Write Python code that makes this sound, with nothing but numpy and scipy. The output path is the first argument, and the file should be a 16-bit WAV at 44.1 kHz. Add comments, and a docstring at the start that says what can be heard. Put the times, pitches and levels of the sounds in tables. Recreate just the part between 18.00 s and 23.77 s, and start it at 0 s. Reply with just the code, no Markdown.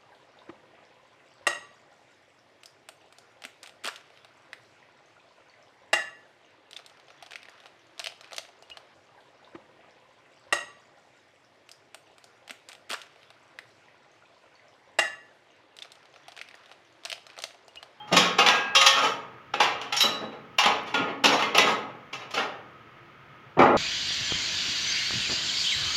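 """A bare, echoing workshop: close by, hand snips bite through sheet-metal flashing on a cloth-covered table.
Each bite cracks and rattles the sheet, which scrapes as it is shifted. Panel, rim and cut tongue ring,
the freed edge twangs, and the steel blades tick and, once, ring as they slip.
At the end the flashing is set down with a hollow boom. Faint air noise and hum run throughout."""
import sys
import numpy as np
from scipy import signal
from scipy.fft import rfft, irfft, next_fast_len
from scipy.io import wavfile
from scipy.ndimage import map_coordinates

SR = 44100
rng = np.random.default_rng(int(sys.argv[2]) if len(sys.argv) > 2 else 0)


def log_audio(samples):
    """Write samples as a 16-bit WAV file to the path given in sys.argv[1]."""
    # one column per channel
    frames = np.atleast_2d(samples).T
    # limit to full scale, then quantise
    limited = np.clip(frames, -1, 1)
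    pcm = np.round(limited * 32767).astype(np.int16)
    wavfile.write(sys.argv[1], SR, pcm)


N = 254456


def amp(db):
    """Decibels to gain."""
    return 10 ** (np.asarray(db) / 20)


def unit_rms(x):
    """Scale to rms 1."""
    return x / np.sqrt(np.mean(x ** 2) + 1e-20)


def log_interp(points, hz):
    """Read (Hz, value) points on a log axis."""
    point_hz, values = np.transpose(points)
    return np.interp(np.log(hz + 1), np.log(point_hz + 1), values)


def crossover(centres_hz, hz):
    """Overlapping bands that sum to one, a row per centre."""
    return np.array([np.interp(np.log(hz + 1), np.log(centres_hz), row)
                     for row in np.eye(len(centres_hz))])


def resonance(hz, centre_hz, width_hz):
    """Magnitude of one resonance."""
    return 1 / np.sqrt(1 + (2 * (hz - centre_hz) / width_hz) ** 2)


def wobble(rate_hz, size):
    """Random knots joined by straight lines."""
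    knots = rng.standard_normal(int(size * rate_hz / SR) + 4)
    return map_coordinates(knots, [np.arange(size) * rate_hz / SR], order=1)


def add(track, start_s, sound):
    """Mix a sound into the track."""
    start = int(np.clip(round(start_s * SR), 0, N - 1))
    track[start:start + len(sound)] += sound[:N - start]


def band_levels_db(law, flex_db, bright_db):
    """Flex (how far the sheet gives) feeds low bands; brightness (how hard it is hit) feeds high ones."""
    return [db + per_flex * flex_db + per_bright * bright_db for _, db, per_flex, per_bright in law]


def sheet_blows(rows, bands_hz, resonance_db, rattle_t60_s, room_db, room_rise_s, crunch_db, lead_s,
                onset_power):
    """Load builds, the sheet's dense modes burst out, the room rings on."""
    # Held sheet. Each row: resonance in Hz, width in Hz, level in dB.
    sheet_modes = [(182, 14, 0.5), (218.7, 3.7, 7), (275.3, 6.9, 4.5), (437, 27, -2), (505, 19, -5.5),
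                   (717, 9.8, -7.5), (792, 6.7, -12), (824.5, 31, 1), (1000, 17, -5), (1105, 18, 3),
                   (1245, 22, 6.5), (1352, 43, 0.5), (1695, 7.4, -5), (1800, 8.3, 0), (2096, 36, -3),
                   (2430, 14, -8), (2660, 19, -2), (2800, 23, -4), (3000, 27, -6), (3180, 16, -6),
                   (3320, 16, -1.5), (3730, 10, -13), (3985, 30, -10), (4350, 6.2, -3.5), (5000, 25, -17),
                   (5480, 49, 3.5), (5850, 40, 1.5), (6800, 30, -2.5), (7100, 35, -7)]
    # Tearing metal. Each row: frequency in Hz, level in dB.
    tear_spectrum = [(50, -30.5), (110, -10.5), (190, -7.5), (500, 5), (950, 5), (1550, 3), (3000, 4.5),
                     (4400, -2.5), (6000, -5.5), (7300, -10.5), (8100, -28), (9500, -18.5), (13500, -30),
                     (15500, -34.5)]
    # Each row: frequency in Hz, reverberation T60 in s.
    room_decay = [(100, .9), (250, 0.97), (600, 0.75), (1300, 0.72), (2800, 0.5), (5500, 0.38),
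                  (7500, 0.34), (9500, 0.28), (15000, 0.33)]
    bite_hz, bite_db = 2680, -7.5  # band common to every blow
    grain_db, crack_t60_s = 4.2, 0.0044
    t, hz = np.arange(SR) / SR, np.fft.rfftfreq(SR, 1 / SR)
    mode_power = sum((amp(db + resonance_db) * resonance(hz, centre_hz, width_hz)) ** 2
                     for centre_hz, width_hz, db in sheet_modes)
    sheet = amp(log_interp(tear_spectrum, hz)) * np.sqrt(1 + mode_power)
    bands = crossover(sorted([bite_hz, *bands_hz]), hz)
    room_hz, room_t60_s = np.transpose(room_decay)
    room_bands = crossover(room_hz, hz)
    tails = amp(room_db - 60 * t / room_t60_s[:, None]) * (1 - np.exp(-t / room_rise_s))
    track = np.zeros(N)
    for start_s, db, swell_s, crack_db, *levels_db in rows:
        # Countless small modes shift as the cut grows and the grip changes.
        small_modes = unit_rms(wobble(SR / 32, size=len(hz)))
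        colour = sheet * amp(grain_db * small_modes * np.clip(hz / 700, .4, 1))
        wanted_db = np.array([level for _, level in sorted([(bite_hz, bite_db), *zip(bands_hz, levels_db)])])
        colour_db = 10 * np.log10(2 * (bands * colour ** 2).sum(1) / SR)
        gain = colour * amp((db + wanted_db - colour_db) @ bands)
        direct_spectrum, room_spectrum = np.sqrt(SR) * gain * np.exp(2j * np.pi * rng.random((2, len(hz))))
        direct = irfft(direct_spectrum)
        decay_s = np.maximum(t - swell_s - lead_s, 0)
        rattle = direct * amp(-60 * decay_s / rattle_t60_s)
        slips = unit_rms(amp(crunch_db * wobble(700, size=SR)))  # metal yields in tiny steps
        crack = direct * slips * amp(crack_db - 60 * decay_s / crack_t60_s)
        echo = (irfft(room_spectrum * room_bands) * tails).sum(0)
        onset = np.minimum(t / max(swell_s + lead_s, 1e-4), 1) ** onset_power
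        add(track, start_s - lead_s, onset * (crack + rattle + echo))
    # The blows carry no deep bass.
    return signal.sosfilt(signal.butter(3, 105, "high", fs=SR, output="sos"), track)


def ringing(modes, strikes, waver_rad):
    """Each strike rings the modes at new strengths; flexing makes their phase wander."""
    t, track = np.arange(SR) / SR, np.zeros(N)
    fade = (1 - np.exp(-t / .003)) * (1 - t ** 4)  # quick rise, smooth fade to silence within 1 s
    for start_s, strike_db in strikes:
        for hz, mode_db, t60_s in modes:
            phase = 2 * np.pi * (hz * t + rng.random()) + waver_rad * wobble(45, size=SR)
            envelope = amp(strike_db + mode_db + rng.normal(0, 1.1) - 60 * t / t60_s) * fade
            add(track, start_s, envelope * np.sin(phase))
    return track


def workshop_air():
    """Steady air noise with a few fuzzy hums, like a distant fan."""
    # Each row: frequency in Hz, relative density in dB.
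    air_spectrum = [(25, -28.5), (60, -14), (120, -7), (200, -4.5), (400, -5.5), (790, -8), (1300, -5),
                    (2200, -8.5), (3200, -14), (4000, -24), (6500, -32.5), (8000, -44), (15500, -43)]
    # Each row: centre in Hz, width in Hz, rms level in dB.
    hum_bands = [(131.6, 41, -59), (341.7, 12, -68.5), (1266, 95, -58.5), (2180, 74, -69.5)]
    hz = np.fft.rfftfreq(N, 1 / SR)
    noise = lambda gain: unit_rms(irfft(rfft(rng.standard_normal(N)) * gain, N))
    hums = sum(amp(db) * noise(resonance(hz, centre_hz, width_hz) ** 2)
               for centre_hz, width_hz, db in hum_bands)
    return amp(-53.5) * noise(amp(log_interp(air_spectrum, hz))) + hums


def tongue():
    """Metal ahead of the jaws sings at a pitch set by its free length; high notes die sooner."""
    # Each row: start in seconds, pitch in Hz, level in dB.
    notes = [(0.0, 843, -38), (0.0, 3190, -41), (0.126, 181, -22), (0.386, 4660, -29.5),
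             (0.752, 2785, -16.5), (0.866, 1825, -21), (1.005, 268.4, -39), (1.02, 1254, -26.5),
             (1.969, 5560, -22.5), (2.942, 1410, -23.5), (2.942, 3400, -29), (3.243, 214.7, -31),
             (3.243, 285.5, -26), (3.243, 1465, -27), (3.582, 2000, -21)]
    low_t60_s, half_t60_hz = 0.74, 2400
    return sum(ringing([(hz, 0, low_t60_s / (1 + hz / half_t60_hz))], [(start_s, db)], waver_rad=0.51)
               for start_s, hz, db in notes)


def scrapes(rustle_count=14):
    """The sheet scrapes and springs back against blades and table; the hands rustle on it."""
    # Each row: start in seconds, relative level in dB, swell in seconds, flex in dB, brightness in dB.
    contacts = [(0.075, -40.5, 0.0068, -0.5, 4.5), (0.114, -29, 0.0077, 15, 1),
                (0.21, -18.5, 0.042, -14, -1), (0.53, -21.5, 0.035, -15.5, 0),
                (0.94, -17.5, 0.055, -12, 0.5), (1.012, -16.5, 0.041, -5.5, 3), (1.625, -33, .012, 6, 0),
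                (2.034, -23, 0.009, 8, 0.5), (2.205, -38, .025, 21, -3.5), (2.31, -41, 0.024, 12, -5.5),
                (2.86, -29.5, 0.023, -25, -0.5), (2.972, -22.5, 0.031, 10, -12.5),
                (3.078, -28, .005, 8.5, -9.5), (3.31, -21.5, 0.031, 5.5, 5.5),
                (3.385, -19.5, .012, -10.5, 0), (3.65, -19.5, 0.044, 0, 2), (3.89, -49, 0.022, 12, -8),
                (4.19, -35, 0.037, -4.5, -3), (4.365, -18, 0.021, -3.5, -1.5), (4.52, -43, 0.012, 1, -12.5)]
    # One grip shift: the same columns without the start.
    rustle = (-56.5, 0, 10, -3)
    # Each row: band in Hz, relative level in dB, dB per dB of flex, dB per dB of brightness.
    law = [(208, -9, 1, 0), (1070, -3, 0.29, 0.5), (6600, -18.5, 0, 1.5)]
    rustle_times_s = (np.arange(rustle_count) + rng.random(rustle_count)) * N / SR / rustle_count
    rustles = [(start_s, *rustle) for start_s in rustle_times_s]
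    crack_db = -22
    rows = [(start_s, db, swell_s, crack_db, *band_levels_db(law, flex_db, bright_db))
            for start_s, db, swell_s, flex_db, bright_db in contacts + rustles]
    return sheet_blows(rows, [band[0] for band in law], resonance_db=4.5, rattle_t60_s=0.31,
                       room_db=-1.5, room_rise_s=0.021, crunch_db=-4.5, lead_s=.002, onset_power=0.67)


def snaps():
    """The jaws shear the sheet with sharp cracks; a sheet that gives more takes longer to load."""
    # Each row: start in seconds, then relative level, crack, flex and brightness in dB.
    bites = [(0.126, -11, -16, 13.5, 1), (0.167, -5.5, -7, -1.5, 4), (0.386, -5.5, -10, 3.5, -2.5),
             (0.4644, -7, -3.5, -10, -2), (0.486, -11.5, 5, -10.5, -0.5), (0.752, -7, -13.5, -13, 3.5),
             (0.8127, -8, -14.5, -14, 2.5), (0.8635, -6.5, -5.5, -23, 6), (1.539, -19.5, 2.5, 3, -7.5),
             (1.603, -8.5, -3, -3, -3), (1.6339, -20.5, 3.5, -6, 1.5), (1.8142, -26, -3, 1, -2.5),
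             (1.9254, -15, -11, -24.5, -0.5), (1.9675, -21, -6.5, -22, 13), (2.0059, -15, -13, -10.5, 10.5),
             (2.586, -9, -6, -16, 1.5), (2.637, -13.5, -3, -10.5, -3.5), (2.6583, -12.5, 2, 6.5, -2.5),
             (2.9411, -14.5, -26, 3.5, -6), (3.2403, -7, -6.5, 5, 1.5), (3.257, -11.5, 7, 6.5, 0.5),
             (3.4229, -15.5, 0, -3, -6), (3.5486, -10.5, -6.5, 1, -4), (3.582, -6, -3, 6.5, 0.5),
             (4.13, -25, -31.5, 1.5, -0.5), (4.3076, -32.5, -17, -3, 4), (4.34, -19.5, -23, 6.5, 0)]
    # Each row: band in Hz, relative level in dB, dB per dB of flex, dB per dB of brightness.
    law = [(280, -22.5, 1, -0.5), (804, -12, 0.15, -0.27), (1350, -14, 0.02, -0.17), (6000, -15, 0, 1),
           (11100, -28.5, 0, 1.13)]
    rows = []
    for start_s, db, crack_db, flex_db, bright_db in bites:
        swell_s = .0028 * amp(0.25 * flex_db)
        rows.append((start_s, db, swell_s, crack_db, *band_levels_db(law, flex_db, bright_db)))
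    return sheet_blows(rows, [band[0] for band in law], resonance_db=7.0, rattle_t60_s=0.13,
                       room_db=-2.0, room_rise_s=0.013, crunch_db=3, lead_s=.004, onset_power=1.6)


def sheet_rings():
    """Some bites ring the taut panel, the folded rim or the freed edge."""
    # Each row: mode in Hz, level in dB, T60 in seconds.
    panel_modes = [(543, -6.5, 0.66), (840, -14, 0.23), (1104, -2, 0.61), (1245, -3, 0.7), (3190, 2, 0.47),
                   (3250, -7, 0.44), (3386, -0.5, 0.57), (3710, -3.5, 0.49), (3820, -0.5, .4),
                   (5820, -4.5, .4)]
    rim_modes = [(742, -7, .4), (803, -5, .4), (840, 0, .45), (915, -5, .35), (1015, -2, .45),
                 (1098, -2, .45)]
    edge_modes = [(1626, 0, 1.5), (2590, -3, 1.3), (2745, -8, .8)]
    # Each row: start in seconds, level in dB.
    panel_strikes = [(0.166, -26), (0.755, -21), (0.864, -23)]
    rim_strikes = [(0.466, -29), (1.6, -26), (2.588, -25), (2.658, -22), (3.243, -27.5)]
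    edge_strikes = [(0.489, -26)]
    return (ringing(edge_modes, edge_strikes, waver_rad=.1)
            + ringing(panel_modes, panel_strikes, waver_rad=.4)
            + ringing(rim_modes, rim_strikes, waver_rad=0.18))


def jaw_ticks(t60_s=0.0066, low_hz=8000):
    """The jaws slip, steel on steel: brief, bright clicks."""
    # Each row: start in seconds, peak in dB.
    ticks = [(0.8675, -23), (2.0155, -24.5), (2.5856, -23.5), (2.8351, -45.5), (3.2425, -29.5),
             (3.5797, -10.5)]
    t, track = np.arange(SR // 20) / SR, np.zeros(N)
    highpass = signal.butter(2, low_hz, "high", fs=SR, output="sos")
    for start_s, peak_db in ticks:
        click = signal.sosfilt(highpass, rng.standard_normal(len(t)) * amp(-60 * t / t60_s))
        add(track, start_s, amp(peak_db) * click / np.abs(click).max())
    return track


def table_thuds(band_hz=(60, 125), t60_s=.7):
    """The flashing bumps the table top, which gives a dull shudder."""
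    # Each row: start in seconds, level in dB.
    bumps = [(1.612, -52.5), (2.662, -50), (3.582, -50.5), (5.586, -41)]
    t, track = np.arange(SR) / SR, np.zeros(N)
    bandpass = signal.butter(2, band_hz, "band", fs=SR, output="sos")
    for start_s, db in bumps:
        rumble = unit_rms(signal.sosfilt(bandpass, rng.standard_normal(SR)))
        add(track, start_s, rumble * amp(db - 60 * t / t60_s))
    return track


def blade_ring():
    """The slipping blades rub as they ring, so their tone flutters."""
    # Each row: mode in Hz, level in dB, T60 in seconds.
    modes = [(2190, -5.5, 0.25), (2900, -5.5, 0.59), (3100, -2, .25), (3230, -5.5, 0.29),
             (3700, -6.5, 0.23), (3910, 3, 0.46), (3930, 3.5, .42), (4587, -16, .4), (5160, -4, 0.37),
             (5507, -9.5, 0.23), (6400, -29, .27), (7100, -21.5, 0.27), (7800, -19, .35),
             (11700, -12.5, .27), (11900, -22, 0.2)]
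    # Each row: start in seconds, level in dB.
    strikes = [(1.968, -37.5), (2.003, -20.5), (2.018, -28)]
    ring = ringing(modes, strikes, waver_rad=1.3)
    flutter = unit_rms(amp(2.2 * wobble(130, size=N)))
    return ring * flutter


def setting_down():
    """The flashing lands edge by edge and booms."""
    # Each row: start in seconds, relative level in dB, swell in seconds, thud, body and treble in dB.
    landings = [(5.571, -38.5, 0.0042, 29, 11.5, -42), (5.591, -16.5, 0.0019, 2, 0.5, -26),
                (5.618, -23.5, 0.0019, 2, 7, -22), (5.658, -25.5, 0.0017, 6, 8, -38),
                (5.716, -43, 0.041, 26, 22, -34)]
    # Centres of thud, body and treble.
    bands_hz = [250, 1080, 7000]
    # Sheet lying on the table. Each row: mode in Hz, level in dB, T60 in seconds.
    hollow_modes = [(253, -4, 2), (350, -1, 2), (441, -1, 2), (571, -5, 1.6), (748, 1, .5), (843, -2, 1.3),
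                    (894, -4, .6), (1023, -8, 1.2), (1098, -8, 1.2), (1244, -7, 1.2), (1373, -5, .9),
                    (1480, -10, .6), (1830, -12, .7), (2035, -12, .6)]
    crack_db = -16
    rows = [(start_s, db, swell_s, crack_db, *levels_db) for start_s, db, swell_s, *levels_db in landings]
    knocks = sheet_blows(rows, bands_hz, resonance_db=-2.5, rattle_t60_s=0.13,
                         room_db=-1.5, room_rise_s=0.015, crunch_db=11, lead_s=.006, onset_power=2.8)
    boom = ringing(hollow_modes, strikes=[(5.59, -21.5)], waver_rad=.3)
    return amp(-1.5) * knocks + boom


def scene():
    """All sources, in mono."""
    cutting = amp(-2.5) * snaps() + sheet_rings() + blade_ring() + tongue() + jaw_ticks()
    handling = amp(-3.5) * scrapes() + setting_down() + table_thuds()
    return (cutting + handling + workshop_air())[None]


def record(dry):
    """The tallest peaks are softly rounded, and nothing above the band limit is kept."""
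    ceiling, top_hz = .9, 15900
    rounded = dry / (1 + np.abs(dry / ceiling) ** 6) ** (1 / 6)
    size = next_fast_len(N + SR // 2)
    passband = np.fft.rfftfreq(size, 1 / SR) < top_hz
    return irfft(rfft(rounded, size) * passband, size)[..., :N]


dry = scene()
out = record(dry)
log_audio(out)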